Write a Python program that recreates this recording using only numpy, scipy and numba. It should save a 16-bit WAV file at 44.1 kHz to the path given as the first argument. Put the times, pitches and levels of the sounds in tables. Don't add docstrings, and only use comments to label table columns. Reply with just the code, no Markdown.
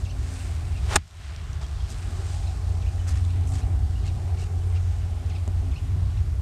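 import sys
import numpy as np
from scipy import signal
from scipy.fft import rfft, irfft
from scipy.io import wavfile
from scipy.ndimage import uniform_filter1d
from numba import njit

SR = 44100
rng = np.random.default_rng(int(sys.argv[2]) if len(sys.argv) > 2 else 0)


def gain_from_decibels(decibels):
    exponent = np.asarray(decibels, float) / 20
    return 10 ** exponent


def dump_mix(stems):
    frames = np.atleast_2d(stems).T
    limited = np.clip(frames, -1, 1)
    pcm = np.round(limited * 32767).astype(np.int16)
    wavfile.write(sys.argv[1], SR, pcm)


N = 283062
T = np.arange(N) / SR
BLOW_S = .9573
ROAD_MEAN_DB = -57


def curves(table):
    s, *columns = np.transpose(table)
    return [np.interp(T, s, c) for c in columns]


@njit
def svf(x, hz, width):
    y, b, l = np.empty(len(x)), 0., 0.
    for i in range(len(x)):
        g, k = np.tan(np.pi * hz[i] / SR), width / hz[i]
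        v = (b + g * (x[i] - l)) / (1 + g * (g + k))
        b, l, y[i] = 2 * v - b, l + 2 * g * v, k * v
    return y


def unit(x):
    return x / np.sqrt(np.mean(x ** 2))


def hiss(lo_hz, hi_hz):
    sos = signal.butter(2, [lo_hz, hi_hz], "bandpass", fs=SR, output="sos")
    return unit(signal.sosfilt(sos, rng.standard_normal(N)))


def walk(rate):
    hold = int(SR / rate)
    steps = np.repeat(rng.standard_normal(N // hold + 1), hold)
    return unit(uniform_filter1d(uniform_filter1d(steps, hold), hold)[:N])


def ring(s, modes):
    age = np.clip(T - s, 0, 1)
    live = slice(int(s * SR), int(s * SR) + 4000)
    out = np.zeros(N)
    for hz, db, t60 in modes:
        out[live] += gain_from_decibels(db - 60 * age[live] / t60) * np.sin(2 * np.pi * hz * age[live])
    return out * np.clip(age / .00045, 0, 1)


def duck(depth_db, fall_s, back_s):
    since = T - BLOW_S
    return -depth_db * np.clip(since / fall_s, 0, 1) * np.exp(-np.clip(since - fall_s, 0, 9) / back_s)


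def capsule():
    since = T - BLOW_S
    drop_db = 9.3 * (since > 0) * np.exp(-np.clip(since, 0, 9) / 0.55)
    return hiss(9400, 13500) * gain_from_decibels(-57.5 - drop_db)


# (time [s], level [dB])
CARS = [(0, -64), (.9, -58), (1.8, -61.5), (2.3, -51.5), (2.9, -55), (3.3, -57), (3.6, -49), (3.9, -58.5),
        (4.3, -50), (4.7, -57), (5.0, -59), (5.4, -54), (5.7, -62), (6.42, -74)]


def road():
    db = curves(CARS)[0]
    hz = 752 + 3.5 * (db - ROAD_MEAN_DB)
    drone = unit(svf(svf(rng.standard_normal(N), hz, 180.0), hz, 180.0))
    return drone * gain_from_decibels(db + duck(*GAIN_DUCKS[1]) + 1.6 * walk(25))


# (frequency [Hz], level [dB per Hz])
WIND = [(20, -26), (49, -2), (70, 2), (100, -7), (125, -13), (170, -19.5), (210, -28.5)]
AIR_COLOUR = WIND + [(420, -31), (750, -36), (1300, -42.0), (2200, -47.5), (4500, -51), (9000, -53.5),
              (12000, -59.0)]
LAYER_CENTRES = [110, 550, 2000, 7000]
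# (time [s], level [dB])
GUSTS = [(0, 1.5), (.1, -5.5), (.25, 2.5), (.37, -11.5), (.46, -1), (.9, 2), (1.5, 2.5), (1.75, -2.5),
         (2.3, -2.5), (3.0, -1), (3.4, 1), (3.95, 3), (4.45, -1), (5.2, -2), (5.5, 1), (5.9, 0.5),
         (6.1, 5.5), (6.42, 2.5)]
# (time [s], level [dB])
STIRRING = [(0, 3), (.1, 0), (.27, 6), (.42, 7.5), (.6, 3.5), (.76, 1.5), (.86, 5.5), (1.25, 7.5), (1.6, 5),
            (1.75, 5), (2.35, 7), (2.6, 2), (3.1, 2.5), (3.7, 0.5), (4.5, 1), (5.2, 0), (5.9, 0),
            (6.42, -2)]
# (depth [dB], fall [s], recovery [s])
GAIN_DUCKS = [
    (24.6, 0.14, 0.21),
    (18, 0.046, 0.33),
    (9.3, 0.11, 0.16),
    (13.1, 0.037, 0.64),
]


def air():
    gust, stir = curves(GUSTS)[0], curves(STIRRING)[0]
    cars = curves(CARS)[0] - ROAD_MEAN_DB
    layers = [gust, .14 * (cars + stir), .8 * stir, 1.17 * stir]  # wind, traffic, grass, cloth [dB]
    swell = [db + duck(*row) for db, row in zip(layers, GAIN_DUCKS)]
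    noise, bins = rng.standard_normal(N), np.fft.rfftfreq(N, 1 / SR) + 1
    grain_db = np.minimum(4. * rng.exponential(size=N), 9)
    crackle = (rng.random(N) < .02) * rng.standard_normal(N) * gain_from_decibels(grain_db)
    colour_hz, colour_db = np.transpose(AIR_COLOUR)
    colour = gain_from_decibels(np.interp(np.log(bins), np.log(colour_hz), colour_db))
    share = np.clip(0.25 * np.log2(bins / 700), 0, .5)
    whole = colour * (rfft(noise) + share * rfft(unit(crackle)))
    out = 0
    for hz in 25 * 2 ** (np.arange(20) / 2):
        band = irfft(whole * np.clip(1 - abs(2 * np.log2(bins / hz)), 0, 1), N)
        place = np.interp(np.log(hz), np.log(LAYER_CENTRES), range(4))
        db = sum(max(1 - abs(place - k), 0) * row for k, row in enumerate(swell))
        steep = 1.3 if hz > 9000 else 1
        out = out + band * gain_from_decibels(db * steep + 1.28 * walk(9))
    return out * gain_from_decibels(-1.0)


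# (time [s], level [dB])
MOWER_LEVEL = [(0, -32), (.9, -34.5), (1.9, -34), (2.6, -27.5), (3.3, -24.5), (3.8, -31.5), (4.3, -28),
               (4.9, -24), (5.2, -31.5), (5.55, -26.5), (5.77, -33.5), (6.0, -25.5), (6.2, -31),
               (6.42, -37)]
# (middle [s], half length [s], level [dB])
ENGINE_STRAIN = [
    (.4, 0.41, -55.5),
    (3.418, 0.59, -49.5),
    (5.203, 0.25, -58.5),
    (5.667, 0.059, -43),
    (5.86, 0.048, -46.5),
    (6.194, .1, -61),
]


def mower():
    firing_hz = 88.63 * (1 + 0.00412 * walk(4.994))
    phase = 2 * np.pi * np.cumsum(firing_hz) / SR
    first = gain_from_decibels(curves(MOWER_LEVEL)[0] + 0.93 * walk(6.8)) * np.sin(phase)
    third = gain_from_decibels(-65.5)
    for s, half, db in ENGINE_STRAIN:
        third = third + gain_from_decibels(db) * np.exp(-((T - s) / half) ** 2)
    lines = first + third * gain_from_decibels(2.5 * walk(12)) * np.sin(3 * phase)
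    return np.sqrt(2) * gain_from_decibels(duck(depth_db=22, fall_s=0.09, back_s=0.46)) * lines


# (time from its start [s], pitch [Hz], level [dB])
CALL_SHAPE = [
    (-.004, 4500, -14),
    (.001, 3400, -3),
    (.007, 2650, -4),
    (.02, 2200, -5),
    (.032, 2300, -12),
    (.045, 2550, -2),
    (.056, 3050, 0),
    (.07, 2400, -3),
    (.078, 2300, -25),
]
# (time [s], level [dB], octave [dB], line at 1.5 times [dB], pitch factor [1])
BIRD_CALLS = [(.05, -51, -4, -7, 1.03), (.35, -53, -10, -6, .95), (.722, -51, -8, -8, .96),
              (1.985, -56, -2, -14, .95), (2.43, -54, -1, -2, .98), (2.82, -50, -16, -16, 1.01),
              (3.245, -57, -8, -2, .93), (3.57, -58, -6, -3, .97), (4.03, -53, -5, -6, .96),
              (4.372, -53, -12, -12, .99), (4.71, -53, -12, -9, .93), (5.298, -50, -4, -6, .92),
              (5.716, -50, -9, -14, 1.0), (6.125, -58, -10, -3, .92)]
# (time [s], length [s], from [Hz], to [Hz], level [dB])
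BIRD_PIPS = [(.062, .014, 2850, 2700, -53), (.404, .014, 3150, 3000, -51), (1.638, .014, 3350, 3200, -54),
             (1.799, .013, 3300, 3200, -52), (2.462, .028, 4400, 3500, -53), (2.997, .014, 3050, 2950, -50),
             (.748, .02, 2600, 2900, -53), (3.953, .02, 2700, 3050, -55), (4.068, .028, 3850, 3700, -58),
             (4.61, .016, 3150, 2900, -52), (5.008, .018, 3200, 2600, -55), (5.33, .012, 3150, 3050, -53),
             (5.735, .03, 4350, 4250, -57), (5.775, .013, 2800, 3100, -53)]


def birds():
    out, (age, hz, db) = np.zeros(N), np.transpose(CALL_SHAPE)
    waver = 1 + .014 * walk(300)
    for s, level_db, octave_db, half_db, factor in BIRD_CALLS:
        phase = 2 * np.pi * np.cumsum(factor * waver * np.interp(T - s, age, hz)) / SR
        tone = np.sin(phase) + gain_from_decibels(octave_db) * np.sin(2 * phase) + gain_from_decibels(half_db) * np.sin(3 * phase / 2)
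        out += tone * gain_from_decibels(level_db + np.interp(T - s, age, db, -99, -99))
    for s, length, from_hz, to_hz, level_db in BIRD_PIPS:
        part = np.clip((T - s) / length, 0, 1)
        phase = 2 * np.pi * np.cumsum(from_hz + part * (to_hz - from_hz)) / SR
        out += gain_from_decibels(level_db) * np.sin(np.pi * part) * np.sin(phase)
    out = out * gain_from_decibels(1 + 2.2 * walk(150))
    trees = rng.standard_normal(4000) * gain_from_decibels(-26 - 60 * T[:4000] / .11)
    return out + signal.fftconvolve(out, trees)[:N]


# (time [s], length [s], from
# [Hz], to [Hz], level [dB])
RUSTLE_EVENTS = [(0.27, 0.19, 149, 260, -49), (1.184, 0.3, 800, 3350, -52), (1.29, .06, 600, 1300, -51),
                 (3.598, 0.4, 250, 480, -52), (1.607, 0.047, 500, 6980, -46.5),
                 (1.609, 0.044, 500, 1100, -45.5), (0.967, 0.042, 1000, 4000, -54),
                 (1.878, .06, 4000, 13000, -48), (1.892, 0.074, 195, 273, -46), (2.04, 0.13, 148, 296, -44),
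                 (2.16, 0.19, 302, 420, -50), (2.27, 0.13, 1000, 11000, -50),
                 (3.068, 0.067, 3500, 11900, -44), (3.062, 0.075, 250, 2500, -48),
                 (3.107, 0.13, 800, 3000, -52), (3.135, 0.1, 4000, 10000, -53.5),
                 (3.457, 0.17, 6000, 12000, -48), (3.51, 0.11, 3000, 9000, -49.5),
                 (3.511, 0.12, 500, 3020, -51.5), (4.052, 0.047, 1200, 7900, -50.5),
                 (4.366, 0.13, 2500, 10000, -52), (4.1, 1, 358, 448, -51), (4.734, 0.064, 1199, 4970, -54),
                 (5.84, 0.29, 119, 188, -41.5)]


def rustles():
    out = 0
    for s, length, lo_hz, hi_hz, db in RUSTLE_EVENTS:
        part = np.clip((T - s) / length, 0, 1)
        out = out + gain_from_decibels(db) * np.sin(np.pi * part ** 0.73) * hiss(lo_hz, hi_hz)
    return out * gain_from_decibels(1.0 * walk(60) + 3 * walk(500))


# (frequency [Hz], level [dB], t60 [s])
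CLOD_MODES = [(240, -27, .06), (380, -30, .04), (560, -33, .03)]
# (time [s], peak level [dB], centre [Hz])
TICK_EVENTS = [(1.078, -46, 6130), (1.1094, -44, 11500), (1.3622, -33, 5600), (1.5314, -34, 6000),
               (1.6654, -36, 5730), (1.903, -32, 8100), (1.924, -33, 7250), (1.985, -39, 5080),
               (3.2499, -34.5, 3610), (5.262, -39, 5980), (5.4779, -32, 7330)]


def ticks():
    noise, out = hiss(2700, 9600), ring(5.477, CLOD_MODES)
    for s, db, hz in TICK_EVENTS:
        crack = noise * (T >= s) * gain_from_decibels(db - 5 - 60 * np.clip(T - s, 0, 1) / .008)
        out = out + crack + ring(s, [(hz, db - 5, .008)])
    return out


# (time [s], shaft whistle [Hz], whoosh level [dB])
DOWNSWING = [
    (.84, 500, -60),
    (.885, 600, -42),
    (.91, 850, -32.5),
    (.935, 1190, -28),
    (.958, 900, -32),
    (.97, 1190, -42),
    (.98, 1500, -72),
]


def swing():
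    hz, whoosh_db = curves(DOWNSWING)
    sleeve_db = -37.5 + 0.92 * (whoosh_db - whoosh_db.max())
    tear_s, attack_s, hold_s, t60_s = .9562, .003, .004, 0.023
    since = T - tear_s - attack_s
    fade = gain_from_decibels(-60 * np.clip(since - hold_s, 0, 1) / t60_s)
    tear = np.clip(1 + since / attack_s, 0, 1) ** 2 * fade
    whistle = unit(svf(rng.standard_normal(N), hz, 500.0))
    eddies = whistle + .5 * hiss(1140, 3800) + 1.04 * hiss(280, 820)
    turf = hiss(4100, 11400) + 1.1 * hiss(2000, 14000)
    low = gain_from_decibels(whoosh_db) + tear * gain_from_decibels(-17.5)
    high = gain_from_decibels(sleeve_db) + tear * gain_from_decibels(-20)
    return unit(eddies) * low + unit(turf) * high * gain_from_decibels(0.86 * walk(400))


# (time [s], knock level [dB], ring level [dB])
IMPACTS = [
    (.9573, -9.5, -8.5),
    (.9588, -30, -4),
    (.9600, -9.5, -23),
    (.9612, 1, -7),
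    (.9638, -10, -12.5),
    (.9660, -16, -18),
    (.9682, -26, -25),
    (.9700, -30, -38),
]
# (frequency [Hz], level [dB], t60 [s])
KNOCK_MODES = [(393, -11, 0.015), (478, -10, 0.028), (802, 0, 0.017), (1040, -20, 0.0081),
               (1500, -2.5, 0.012), (1710, 4.5, 0.0089), (2327, -2.5, 0.012), (2500, -1.5, 0.0081),
               (2770, -6, 0.0059), (3440, 0, 0.0078)]
# (frequency [Hz], level [dB], t60 [s])
FACE_MODES = [(5460, -4, 0.0074), (6920, 0, 0.0079), (7630, 1, 0.0053), (8630, 2.5, 0.0068),
              (10800, 0, 0.0044), (12500, -6, 0.0075), (15000, -2, .004)]


def strike():
    build_s = .005
    out = .17 * (T < BLOW_S) * np.exp(np.clip(T - BLOW_S, -1, 0) / build_s)
    for k, (s, knock_db, ring_db) in enumerate(IMPACTS):
        knock = gain_from_decibels(knock_db - 7.5) * ring(s, KNOCK_MODES)
        face = gain_from_decibels(ring_db - 3.0) * ring(s, FACE_MODES)
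        out = out + (-1) ** (k + 1) * (knock + face)
    return out


def scene():
    background = capsule() + road() + air() + mower() + birds()
    golfer = rustles() + ticks() + swing() + strike()
    return (background + golfer)[None]


def port(x):
    bins = np.fft.rfftfreq(N, 1 / SR)
    port_db = np.interp(bins, [8430, 10060, 13000, 15400, 16000], [0.5, -9, -14.0, -19, -45])
    return irfft(rfft(np.tanh(x)) * gain_from_decibels(port_db), N)


# (frequency [Hz], width [Hz], share removed [0-1])
BAND_EDGES = [(191.6, 29, 0.77), (291.4, 37, 0.73), (509, 126, 0.72), (926, 62, 0.78)]


def crossover_dips(x):
    for hz, width, share in BAND_EDGES:
        x = x - share * svf(x, np.full(N, 1. * hz), 1. * width)
    return x


def top_cut(x):
    return signal.sosfilt(signal.butter(12, 16060, fs=SR, output="sos"), x)


def record(dry):
    mix = crossover_dips(port(dry[0]))
    return top_cut(mix[None])


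dry = scene()
out = record(dry)
dump_mix(out)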